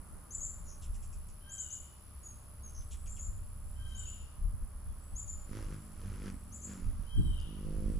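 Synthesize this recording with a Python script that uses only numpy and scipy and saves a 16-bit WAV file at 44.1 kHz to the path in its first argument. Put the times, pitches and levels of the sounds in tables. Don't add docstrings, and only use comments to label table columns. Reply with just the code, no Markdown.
import sys
import numpy as np
from scipy import signal
from scipy.fft import rfft, irfft, next_fast_len
from scipy.io import wavfile
from scipy.ndimage import uniform_filter1d

SR = 44100
rng = np.random.default_rng(int(sys.argv[2]) if len(sys.argv) > 2 else 0)


def undo_db(level):
    steps = np.asarray(level, float) / 20
    return 10 ** steps


def int16_out(signal):
    q = np.round(np.clip(np.atleast_2d(signal).T, -1, 1) * 32767)
    wavfile.write(sys.argv[1], SR, q.astype(np.int16))


N = 352359
TIME = np.arange(N) / SR

# (frequency [Hz], level [dB per Hz])
YARD_SPECTRUM = [(76, -34), (130, -9.5), (150, 2), (199, -4), (247, -7.5), (300, -9.5), (504, -15.5),
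                 (602, -12), (635, -16.5), (1230, -11.5), (1650, -21), (2130, -25), (2940, -27.5),
                 (6440, -30), (6920, -30), (9200, -26), (12000, -65), (20200, -120)]
# (frequency [Hz], left-right correlation [-1 to 1])
LIKENESS = [(60, 0.77), (300, 0.42), (1400, 0.47), (3000, 0.012), (7000, 0.18), (12000, 0.98)]
# (time [s], level [dB])
LEAF_LEVEL = [(0.0, -80.5), (1.8, -78), (3.67, -80), (4.05, -74.5), (4.56, -81.5), (5.55, -77),
              (6.4, -79.5), (7.3, -76.5), (7.99, -75)]
# (time [s], level [dB])
CRICKET_LEVEL = [(0, -78), (1.2, -80), (2.5, -76.5), (3.7, -76.5), (4.6, -85), (5.8, -76.5), (7, -80),
                 (7.99, -77.5)]
# (frequency [Hz], level [dB])
ENGINE_PARTIALS = [(67, -6), (98, -10.5), (125, -18), (212, -24.5)]
# (time [s], level [dB])
ENGINE_LEVEL = [(0, -62), (1, -56.5), (2.1, -59.5), (3, -54), (3.9, -52), (4.6, -56), (6, -56), (7.99, -51)]
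# (time [s], level [dB])
BREEZE_LEVEL = [(0, -94), (.45, -52), (.6, -55.5), (1.15, -48.5), (1.6, -62.5), (1.9, -65.5), (2.43, -59.5),
                (2.7, -56), (3.05, -49.5), (3.5, -52), (3.87, -47), (4.25, -53.5), (4.32, -62), (5.1, -59),
                (5.38, -48.5), (5.8, -62), (6.1, -47), (6.6, -60.5), ]
# (time [s], peak level [dB], length [s])
GUSTS = [(0, -47.5, 0.025), (.15, -53, 0.12), (.38, -49, 0.055), (.64, -49.5, 0.079), (.91, -40.5, 0.085),
         (1.09, -53, 0.035), (1.67, -54, 0.024), (1.82, -50, 0.02), (2.8, -47.5, 0.053), (3.07, -44, 0.039),
         (3.29, -39, 0.03), (3.4, -46, 0.082), (4.45, -32.5, 0.064), (4.54, -36, 0.024), (4.63, -38, 0.032),
         (4.76, -46.5, 0.046), (4.9, -47.5, 0.16), (5.14, -38.5, 0.026), (5.52, -46, 0.026),
         (5.67, -42.5, 0.085), (6.87, -31.5, 0.042), (6.99, -39, 0.048), (7.06, -46, 0.06),
         (7.18, -33, 0.06), (7.3, -35, 0.13), (7.41, -41.5, 0.077), (7.58, -63, 0.34), (7.77, -40, 0.26),
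         (7.87, -37.5, 0.052), (7.97, -39.5, 0.11)]
# (time [s], peak level [dB], length [s])
RATTLES = [
    (7.195, -30, 0.027),
    (7.262, -40, 0.075),
]
# (time [s], strokes so far [count])
KATYDID_STROKES = [(0.0, 0.82), (2.022, 145.91), (4.981, 357.87), (6.461, 463.66), (8.0, 573.86)]
# (time [s], level [dB])
KATYDID_LEVEL = [(0.0, -66), (2.7, -66), (4.6, -67.5), (5.8, -66.5), (6.6, -67.5), (7.99, -67.5)]
# (time [s], level [dB], start pitch [Hz], upper voice [dB], length [s])
CHIRPS = [(0.306, -42.5, 6010, -4.5, 0.059), (0.4045, -38, 6370, -11, 0.065),
          (1.491, -47, 6050, -0.5, 0.061), (1.5787, -39.5, 6020, -4, 0.054),
          (1.7034, -40.5, 6170, -4, 0.055), (3.072, -49, 6360, -16, 0.078),
          (3.187, -46.5, 6540, -20, 0.076), (3.945, -49, 6270, -6, 0.067), (4.055, -43.5, 6540, -10, 0.058),
          (5.153, -41.5, 6100, -14, 0.053), (5.277, -42.5, 6450, -21, 0.034),
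          (6.514, -47.5, 5760, -2.5, 0.057), (6.614, -46.5, 6000, -2, 0.049)]
# (top pitch [Hz], attack [share of length], climb [share of length], closing dive [dB])
CHIRP_MANNER = [(7210, 0.13, .85, -12), (7230, 0.034, 0.63, -20), (7080, 0.21, 0.82, -7),
                (7136, 0.11, .8, -11), (7070, 0.051, .85, -13), (7350, 0.071, 0.6, -32),
                (7200, 0.11, 0.496, -28), (7270, 0.32, .8, -30), (7100, .04, .75, -14),
                (7200, 0.32, .85, -22), (7220, 0.091, 0.88, -24), (7150, 0.42, .9, -13),
                (7000, 0.27, .89, -20)]
# (delay [s], level [dB])
REFLECTIONS = [(.012, 10.5), (.03, 3.5), (0.05, -15), (.1, -13), (0.15, -10)]
# (time [s], length [s], level [dB], start pitch [Hz])
WHISTLES = [
    (2.232, 0.092, -60.5, 6785),
    (2.632, 0.06, -61.5, 6570),
]
# (time [s], length [s], level [dB], start pitch [Hz], stroke rate [1/s])
BUZZES = [
    (.645, 0.12, -63, 6950, 88),
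    (2.733, 0.085, -60.5, 6510, 65.5),
]
# (time [s], level [dB], low voice [dB], length [s], rasp [0-1])
SCOLDS = [(0.8105, -60.5, -65.5, 0.043, 0.83), (0.94, -58.5, -74.5, 0.027, 0.21),
          (1.022, -59.5, -75, 0.031, 0.36), (1.124, -60, -76, 0.026, 0.3), (1.284, -63, -82, 0.022, .3),
          (2.692, -65, -82, 0.016, 0.26), (2.81, -69, -73, 0.016, 0.5), (2.904, -57.5, -59.5, 0.035, 0.92),
          (3.058, -57, -71, 0.02, 0.13), (3.163, -59, -69, 0.025, 0.15), (3.846, -71, -92, 0.1, 0.9)]
# (time [s], length [s], level [dB])
THIN_WHISTLES = [(2.15, 0.22, -78.5), (2.8, 0.46, -75), (4.98, .27, -76.5), (6.12, 0.35, -79.5),
                 (7.15, 0.26, -76), (7.83, 0.12, -80)]
# (time [s], length [s], second harmonic [dB], crest [share of length], fundamental [dB])
SCREAMS = [
    (1.41, 0.39, -70.5, 0.59, -75),
    (3.755, .41, -68, 0.52, -76),
    (7.06, .46, -65.5, 0.21, -80.5),
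]
# (time [s], length [s], level [dB], pitch [Hz])
TWITTER = [(4.85, .1, -96, 3300), (5.11, .12, -95, 3400), (5.4, .08, -98, 3250)]
# (time [s], beat rate [Hz], upper hum [dB], lower hum [dB], third harmonic lift [dB])
WING_FLIGHT = [
    [(5.45, 51.4, -74, -65, 0), (5.514, 51.14, -55.5, -44.5, -1), (5.564, 52.15, -51.5, -48, -9),
     (5.628, 52, -54.5, -49, -10), (5.672, 52, -57, -52.5, 0), (5.726, 51.7, -56, -48, 5),
     (5.872, 51.4, -73.5, -56.5, 7), (5.904, 50.66, -66, -55, 7), (5.96, 51.05, -67, -57, 0)],
    [(5.96, 51.16, -71, -59, -6), (6.034, 47.06, -61.5, -56, 0), (6.07, 49.2, -61.5, -45, -6),
     (6.108, 49.1, -62, -53.5, -3), (6.202, 48.7, -62, -50, 5.5), (6.244, 50.45, -54, -48, -6),
     (6.272, 49.87, -53.5, -43.5, -10), (6.338, 46.3, -70.5, -47, 9), (6.42, 43.1, -77, -65, -2)],
    [(6.42, 42.9, -75, -61, 0), (6.51, 45.4, -78, -53, 3), (6.59, 44.2, -78, -59, 3),
     (6.652, 48, -72, -56, 0), (6.69, 50.54, -56.5, -43, -8), (6.802, 45.24, -67, -50, -5),
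     (6.968, 46.9, -80, -55, -2), (7.002, 47.7, -74, -47, 10.5), (7.05, 50.6, -63, -65, -2)],
    [(7.4, 50.8, -74, -63, 0), (7.44, 50.16, -68, -54, 0), (7.488, 52.2, -57, -49, 7),
     (7.594, 49.5, -56, -48.5, 1.5), (7.694, 52.46, -49.5, -43.5, 5.5), (7.872, 51.4, -50.5, -43.5, -1),
     (7.896, 52.5, -47.5, -36.5, 2.5), (7.928, 52.7, -50, -46.5, 0), (7.99, 51.15, -55.5, -41, -0.5)],
]
FEATHER_LEVEL = [-68, -63.5, -63, -80]
# (frequency [Hz], level [dB])
HUM_SPECTRUM = [(50, -38), (100, -45), (150, -0.5), (200, 2), (260, -6.5), (310, 4.5), (420, -5.5),
                (530, -3), (600, -21.5), (700, -13.5)]
# (frequency [Hz], level [dB per Hz])
SWISH_SPECTRUM = [(210, -8), (350, 2.5), (492, -3), (729, -17), (1270, -4.5), (3820, -17), (6580, -17.5),
                  (7540, -21), (9000, -31.5), (11700, -64), (19800, -120)]
# (time [s], peak level [dB], length [s])
FACING = [(5.56, -50.5, 0.095), (5.76, -52, 0.046), (6.08, -46.5, 0.05), (6.28, -54, .06)]
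# (frequency [Hz], level [dB])
CONVERTER_RESPONSE = [(11200, -3), (11600, -12), (12400, -15), (13000, -8), (13500, -7.5), (14200, -15),
                      (14450, -32), (14600, -70)]


def colour(x, points):
    hz, db = np.transpose(points)
    size = next_fast_len(x.shape[-1])
    gain = undo_db(np.interp(np.log(np.arange(size // 2 + 1) * SR / size + 1), np.log(hz), db))
    return irfft(rfft(x, size) * gain, size)[..., :x.shape[-1]]


def unit(x):
    return x / np.sqrt(np.mean(x ** 2))


def band(lo_hz, hi_hz, channels=1):
    skirts = [(lo_hz * .3, -90), (lo_hz * .8, -25), (lo_hz, 0),
              (hi_hz, 0), (hi_hz * 1.25, -25), (hi_hz * 3, -90)]
    return unit(colour(rng.standard_normal((channels, N)), skirts))


def band_limit(x, hz):
    return colour(x, [(hz, 0), (hz * 2, -40), (hz * 4, -90)])


def walk(rate):
    k = int(SR / rate)
    held = np.repeat(rng.standard_normal(N // k + 1), k)
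    return unit(uniform_filter1d(uniform_filter1d(held, k), k)[:N])


def tone(hz):
    return np.sqrt(2) * np.sin(2 * np.pi * np.cumsum(hz) / SR)


def follow(points):
    return np.interp(TIME, *np.transpose(points))


def soft(gate, fade):
    return uniform_filter1d(1. * gate, int(fade * SR))


def arch(share, crest, edge_db):
    return edge_db * np.where(share < crest, 1 - share / crest, (share - crest) / (1 - crest)) ** 2


def calls(rows):
    start, length, *columns = np.transpose(rows)
    k = np.clip(np.searchsorted(start, TIME) - 1, 0, None)
    age = np.clip(TIME - start[k], 0, None)
    gate = (TIME >= start[k]) & (age < length[k])
    return gate, age, np.minimum(age / length[k], 1), *(c[k] for c in columns)


def swells(rows, rise):
    energy = np.zeros(N)
    for s, db, length in rows:
        part = slice(max(int((s - 4 * length) * SR), 0), int((s + 4 * length) * SR))
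        late = (TIME[part] - s) / length
        energy[part] += undo_db(db - 12 * np.maximum(late, -late / rise)) ** 2
    return np.sqrt(energy)


def add(out, s, x):
    i = int(s * SR)
    out[i:i + len(x)] += x[:len(out) - i]


def place(x, pan_db, lag=0):
    return np.array([x * undo_db(pan_db / 2), np.roll(x, lag) * undo_db(-pan_db / 2)])


def yard():
    hz, like = np.transpose(LIKENESS)
    ratio_db = 10 * np.log10((1 - np.clip(like, 0, .99)) / (1 + like))
    middle, side = rng.standard_normal((2, N))
    side = colour(side, np.transpose([hz, ratio_db]))
    spectrum = [(40, -31), (66, -6), (82, -2), (98, -10)] + YARD_SPECTRUM[1:-2]
    spectrum = spectrum + [(11000, -28.0), (12500, -28.5)]
    bed = colour(np.array([middle + side, middle - side]), spectrum)
    above_rumble = colour(bed.mean(axis=0), [(290, -60), (300, 0)])
    bed *= undo_db(-70) / np.sqrt(np.mean(above_rumble ** 2))
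    leaves = colour(bed, [(1500, -30), (2500, 0), (6000, 0), (8000, -30)])
    traffic = (bed - leaves) * undo_db(1.08 * walk(1.206))
    rustle_db = follow(LEAF_LEVEL)
    leaves = leaves * undo_db(rustle_db - np.median(rustle_db))
    crickets = colour(band(7590, 7600, channels=2), [(7200, -5.0), (7600, -0.5), (7800, -1.5), (8100, -14)])
    crickets = crickets * undo_db(follow(CRICKET_LEVEL) + 2.9 * walk(5.5))
    machine = undo_db(-85.0 + 0.24 * walk(4.2)) * tone(np.full(N, 600.))
    engine = sum(undo_db(db + 4 * walk(26)) * tone(hz * (1 + .012 * walk(14))) for hz, db in ENGINE_PARTIALS)
    engine = place(engine * undo_db(follow(ENGINE_LEVEL)), 0.57)
    return traffic + leaves + crickets + machine + engine


def eddies(lo_hz, hi_hz, apart, span=.05):
    air = band(lo_hz, hi_hz, channels=3)
    ports = air[0] + apart * air[1] * np.array([[1], [-1]]) + 0.18 * air[2]
    strength = np.sqrt(uniform_filter1d(ports.mean(axis=0) ** 2, int(span * SR)) + .05)
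    return band_limit(ports / strength, hi_hz)


def wind():
    gust = np.hypot(undo_db(follow(BREEZE_LEVEL)), swells(GUSTS, rise=0.78))
    deep = np.clip(undo_db(-2 + 0.59 * walk(8.7)) * (gust / undo_db(-39)) ** 0.036, 0, .95)
    surge = deep * eddies(17.2, 40.8, apart=0.42, span=0.022)
    thuds = np.sqrt(1 - deep ** 2) * undo_db(-1.5) * eddies(46.2, 84.9, apart=0.11, span=0.03)
    skirt = undo_db(-22 + 1.2 * walk(4.4)) * eddies(70, 225, apart=0.45, span=0.18)
    pan_db = -2 + 0.98 * walk(3.1)
    pan = undo_db(np.array([pan_db, -pan_db]) / 2)
    buffeting = band_limit((surge + thuds + skirt) * gust * pan, 290)
    rattle = unit(colour(eddies(67, 417, apart=1.0, span=0.04), [(100, 5.5), (280, -8.5), (420, -22.5)]))
    return buffeting + swells(RATTLES, rise=0.67) * rattle


def katydid():
    start, fastest, end = .14, .5, .86
    top_hz, start_hz, end_hz = 10820, 10330, 9750
    cycle = follow(KATYDID_STROKES) + .5
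    chance = rng.standard_normal((600, 2))[cycle.astype(int)]
    share = np.clip(cycle % 1, start, end)
    speeding_up = (top_hz - start_hz) * ((fastest - share) / (fastest - start)) ** 2
    slowing = (top_hz - end_hz) * ((share - fastest) / (end - fastest)) ** 2
    hz = top_hz - np.where(share < fastest, speeding_up, slowing)
    grip = np.minimum(np.minimum((share - start) / .12, (end - share) / .07), 1)
    dip = 1 - .22 * np.exp(-((share - fastest) / .1) ** 2)
    level = grip * dip * undo_db(.6 * chance[:, 0] + .8 * walk(300))
    song = unit(level * tone(hz + 30 * chance[:, 1])) * undo_db(follow(KATYDID_LEVEL))
    return place(song, 0.16) + .17 * np.gradient(song) * np.array([[1], [-1]])


def chirps():
    out, waver, flutter = np.zeros(N), walk(600), walk(240)
    for (s, db, start_hz, upper_db, length), (top_hz, attack, climb, dive_db) in zip(CHIRPS, CHIRP_MANNER):
        hoarse = .45 if 3 < s < 4 else .2
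        u = np.arange(int(1.2 * length * SR)) / (length * SR)
        part = slice(int(s * SR), int(s * SR) + len(u))
        still_to_climb = np.clip(1 - u / climb, 0, 1) ** 1.845
        hz = top_hz - (top_hz - start_hz) * still_to_climb - 16000 * np.clip(u - .98, 0, 1)
        hz = hz + 330 * hoarse * waver[part]
        shape = np.interp(u, [0, min(attack, .34), .35, .75, .92, 1.0, 1.08, 1.14],
                          [0, .8, .65, 1, .7, undo_db(dive_db), undo_db(dive_db - 13), 0])
        swell = np.interp(u, [0, .4, .85, 1.0], [.25, .7, 1.1, 0])
        upper = swell * undo_db(upper_db) * (tone(hz + 650) + .06 * swell * tone(hz + 1300))
        throb = undo_db(db - 9 + (2 + 4 * hoarse) * flutter[part])
        add(out, s, throb * shape * (tone(hz) + upper))
    return place(out, 4.1)


def yard_echo(x, tail_db, t60, echo_db):
    t = np.arange(int(.9 * SR)) / SR
    scatter = rng.standard_normal((3, len(t))) * (1 - np.exp(-t / 0.007)) * undo_db(-60 * t / t60)
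    response = (scatter[0] + 0.4 * scatter[1:]) * undo_db(tail_db) / np.sqrt(np.sum(scatter[0] ** 2))
    for s, db in REFLECTIONS:
        response[:, int(s * SR)] += undo_db(db + echo_db)
    return signal.fftconvolve(x, response, axes=1)[:, :N]


def buzz():
    gate, age, share, db, hz, rate = calls(BUZZES)
    gate = soft(gate, .003)
    db = db + arch(share, 0.33, -10.5)
    stroke = (age * rate + .05 * walk(50)) % 1
    dive = np.clip(stroke / .3, 0, 1)
    hz = hz - 470 * share + 70 * walk(300)
    held = (1 - 0.37 * stroke) * tone(hz)
    click = undo_db(-4) * soft(dive < 1, 0.00091) * undo_db(3.4 * walk(500)) * tone(hz - 1150 * dive + 200 * walk(700))
    smear = undo_db(db - 11) * np.minimum(3 * share, 1) * band(6200, 5500)[0]
    return gate * (undo_db(db - 4 + 1.7 * walk(200)) * (held + click) + smear)


def whistle():
    gate, _, share, db, hz = calls(WHISTLES)
    return soft(gate, .003) * undo_db(db + arch(share, 0.26, -7.0)) * tone(hz - 326 * share ** 2)


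def scolds():
    out = np.zeros(N)
    high, middle, rough = band(7030, 8000)[0], band(5300, 7500)[0], band(100, 870)[0]
    waver = walk(400)
    for s, db, low_db, length, rasp in SCOLDS:
        u = np.arange(int(2.5 * length * SR)) / (length * SR)
        part = slice(int(s * SR), int(s * SR) + len(u))
        shape = np.minimum(u / (.06 + .4 * rasp), 1) * np.exp(-u ** 3)
        hz = 3050 + 1200 * rasp - (1300 + 200 * rasp) * np.minimum(u, 1.3)
        hiss = np.sqrt(rasp) * (high[part] + 0.66 * middle[part])
        overtones = .5 * rough[part] * tone(2 * hz) + 0.42 * tone(2.9 * hz - 300 * u)
        high_voice = hiss + (1 - rasp) * np.exp(-u / .5) * overtones
        roughness = 1.1 * (1 - rasp) + .7 * rasp * rough[part] + .3
        low_voice = tone(hz + 250 * waver[part]) * roughness
        add(out, s, shape * (undo_db(db - 6) * high_voice + undo_db(low_db - 4) * low_voice))
    return out


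def second_bird():
    out = buzz() + scolds() + whistle()
    add(out, 7.4, undo_db(-61) * band(3000, 7000)[0, :120] * np.hanning(120))
    return place(out, 0.88)


def screams():
    gate, age, share, db, crest, low_db = calls(SCREAMS)
    scoop = 175.7 * np.exp(-3 * age / 0.074)
    sag = 298.7 / (1 + np.exp((.55 - share) / .13))
    side_db = -22 + 14 * share
    hoarse_hz = (10 + 330 * share * np.clip(undo_db(side_db), 0, .4)) * walk(150)
    hz = 3194 - scoop - sag + hoarse_hz
    scream = tone(hz) + undo_db(side_db + 3) * tone(hz * (1.27 - 0.081 * share))
    scream *= undo_db(db + arch(share, crest, -11))
    fundamental = tone(hz / 2 + 20 * walk(90))
    scream += undo_db(low_db - 2 + 2 * walk(40) + arch(share, .15, -16)) * fundamental
    direct = place(soft(gate, 0.03) * scream * undo_db(-0.5 + 0.63 * walk(110)), 6.1, lag=4)
    woods = undo_db(-11.5) * undo_db(1.2 * walk(60)) * np.roll(direct, int(.16 * SR), axis=1)
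    return direct + woods * np.array([[1], [-1]])


def thin_whistles():
    gate, age, share, db = calls(THIN_WHISTLES)
    hz = 8100 - 495 * np.clip(1 - age / 0.12, 0, 1) ** 2 - 76.8 * share
    level_db = db - 4.5 + 3.3 * walk(70) + arch(share, .4, -6)
    thin = soft(gate, 0.026) * undo_db(level_db) * tone(hz + 130 * walk(160))
    gate, _, share, db, hz = calls(TWITTER)
    thin += soft(gate, .02) * undo_db(db + 3 * walk(30)) * tone(hz - 150 * share + 160 * walk(120))
    return place(thin, 0.54)


def flight():
    gate = sum((TIME >= rows[0][0]) & (TIME < rows[-1][0]) for rows in WING_FLIGHT)
    s, *columns = np.transpose(np.concatenate(WING_FLIGHT))
    return soft(gate, 0.05), *(np.interp(TIME, s, c) for c in columns)


def wings():
    gate, hz, high_db, low_db, third_db = flight()
    stretch = np.searchsorted([rows[0][0] for rows in WING_FLIGHT[1:]], TIME)
    effort_db = np.roll(high_db, int(0.011 * SR)) + 51.5
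    swish_db = np.array(FEATHER_LEVEL)[stretch] + 0.87 * effort_db
    phase = np.cumsum(hz + .9 * walk(45)) / SR
    hum = np.zeros(N)
    for k in range(1, 14):
        db = np.interp(k * hz, *np.transpose(HUM_SPECTRUM))
        db = db + np.where(k * hz < 280, low_db + 2, high_db) + (k == 3) * third_db + 1.8 * walk(16)
        hum += undo_db(db - 11.5) * np.cos(2 * np.pi * k * phase - 0.42 * k)
    hum += swells(FACING, rise=0.82) * np.sqrt(2) * np.cos(4 * np.pi * phase)
    down_and_up = np.exp(-(phase % 1) / .1) + .45 * np.exp(-((phase + .55) % 1) / .12)
    strokes = .34 + undo_db(2 * walk(60)) * down_and_up
    air = rng.standard_normal((3, N))
    swish = unit(colour(air[0] + .5 * air[1:], SWISH_SPECTRUM[:-2] + [(12000, -9.0)]) * strokes)
    return gate * (place(hum, -1.5, lag=6) + undo_db(swish_db + 11.5) * swish)


def scene():
    out = yard() + wind()
    insect = katydid()
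    out += insect + yard_echo(insect, tail_db=-13, t60=.15, echo_db=-30)
    near = chirps()
    facing = colour(near, [(6000, -8), (7100, 0)])
    out += near + yard_echo(facing, tail_db=-1.5, t60=0.43, echo_db=-18.5)
    second = second_bird()
    out += second + yard_echo(second, tail_db=-8, t60=.4, echo_db=-13)
    far = screams() + thin_whistles()
    out += far + yard_echo(far, tail_db=1.0, t60=0.69, echo_db=-21)
    return out + wings()


def top_cut(x):
    return signal.sosfilt(signal.butter(12, 15540, fs=SR, output="sos"), x)


def record(dry):
    mirror_hz = 24000
    kept = colour(dry, [(mirror_hz / 2 - 50, 0), (mirror_hz / 2, -80)])
    analytic = signal.hilbert(kept, next_fast_len(N))[:, :N]
    mirror = np.real(np.conj(analytic) * np.exp(2j * np.pi * mirror_hz * TIME))
    response = [(3300, 6.05), (3900, 3.3), (4600, 7.83), (10500, 5.25)] + CONVERTER_RESPONSE
    mix = colour(kept + mirror, response)
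    return top_cut(mix)


dry = scene()
out = record(dry)
int16_out(out)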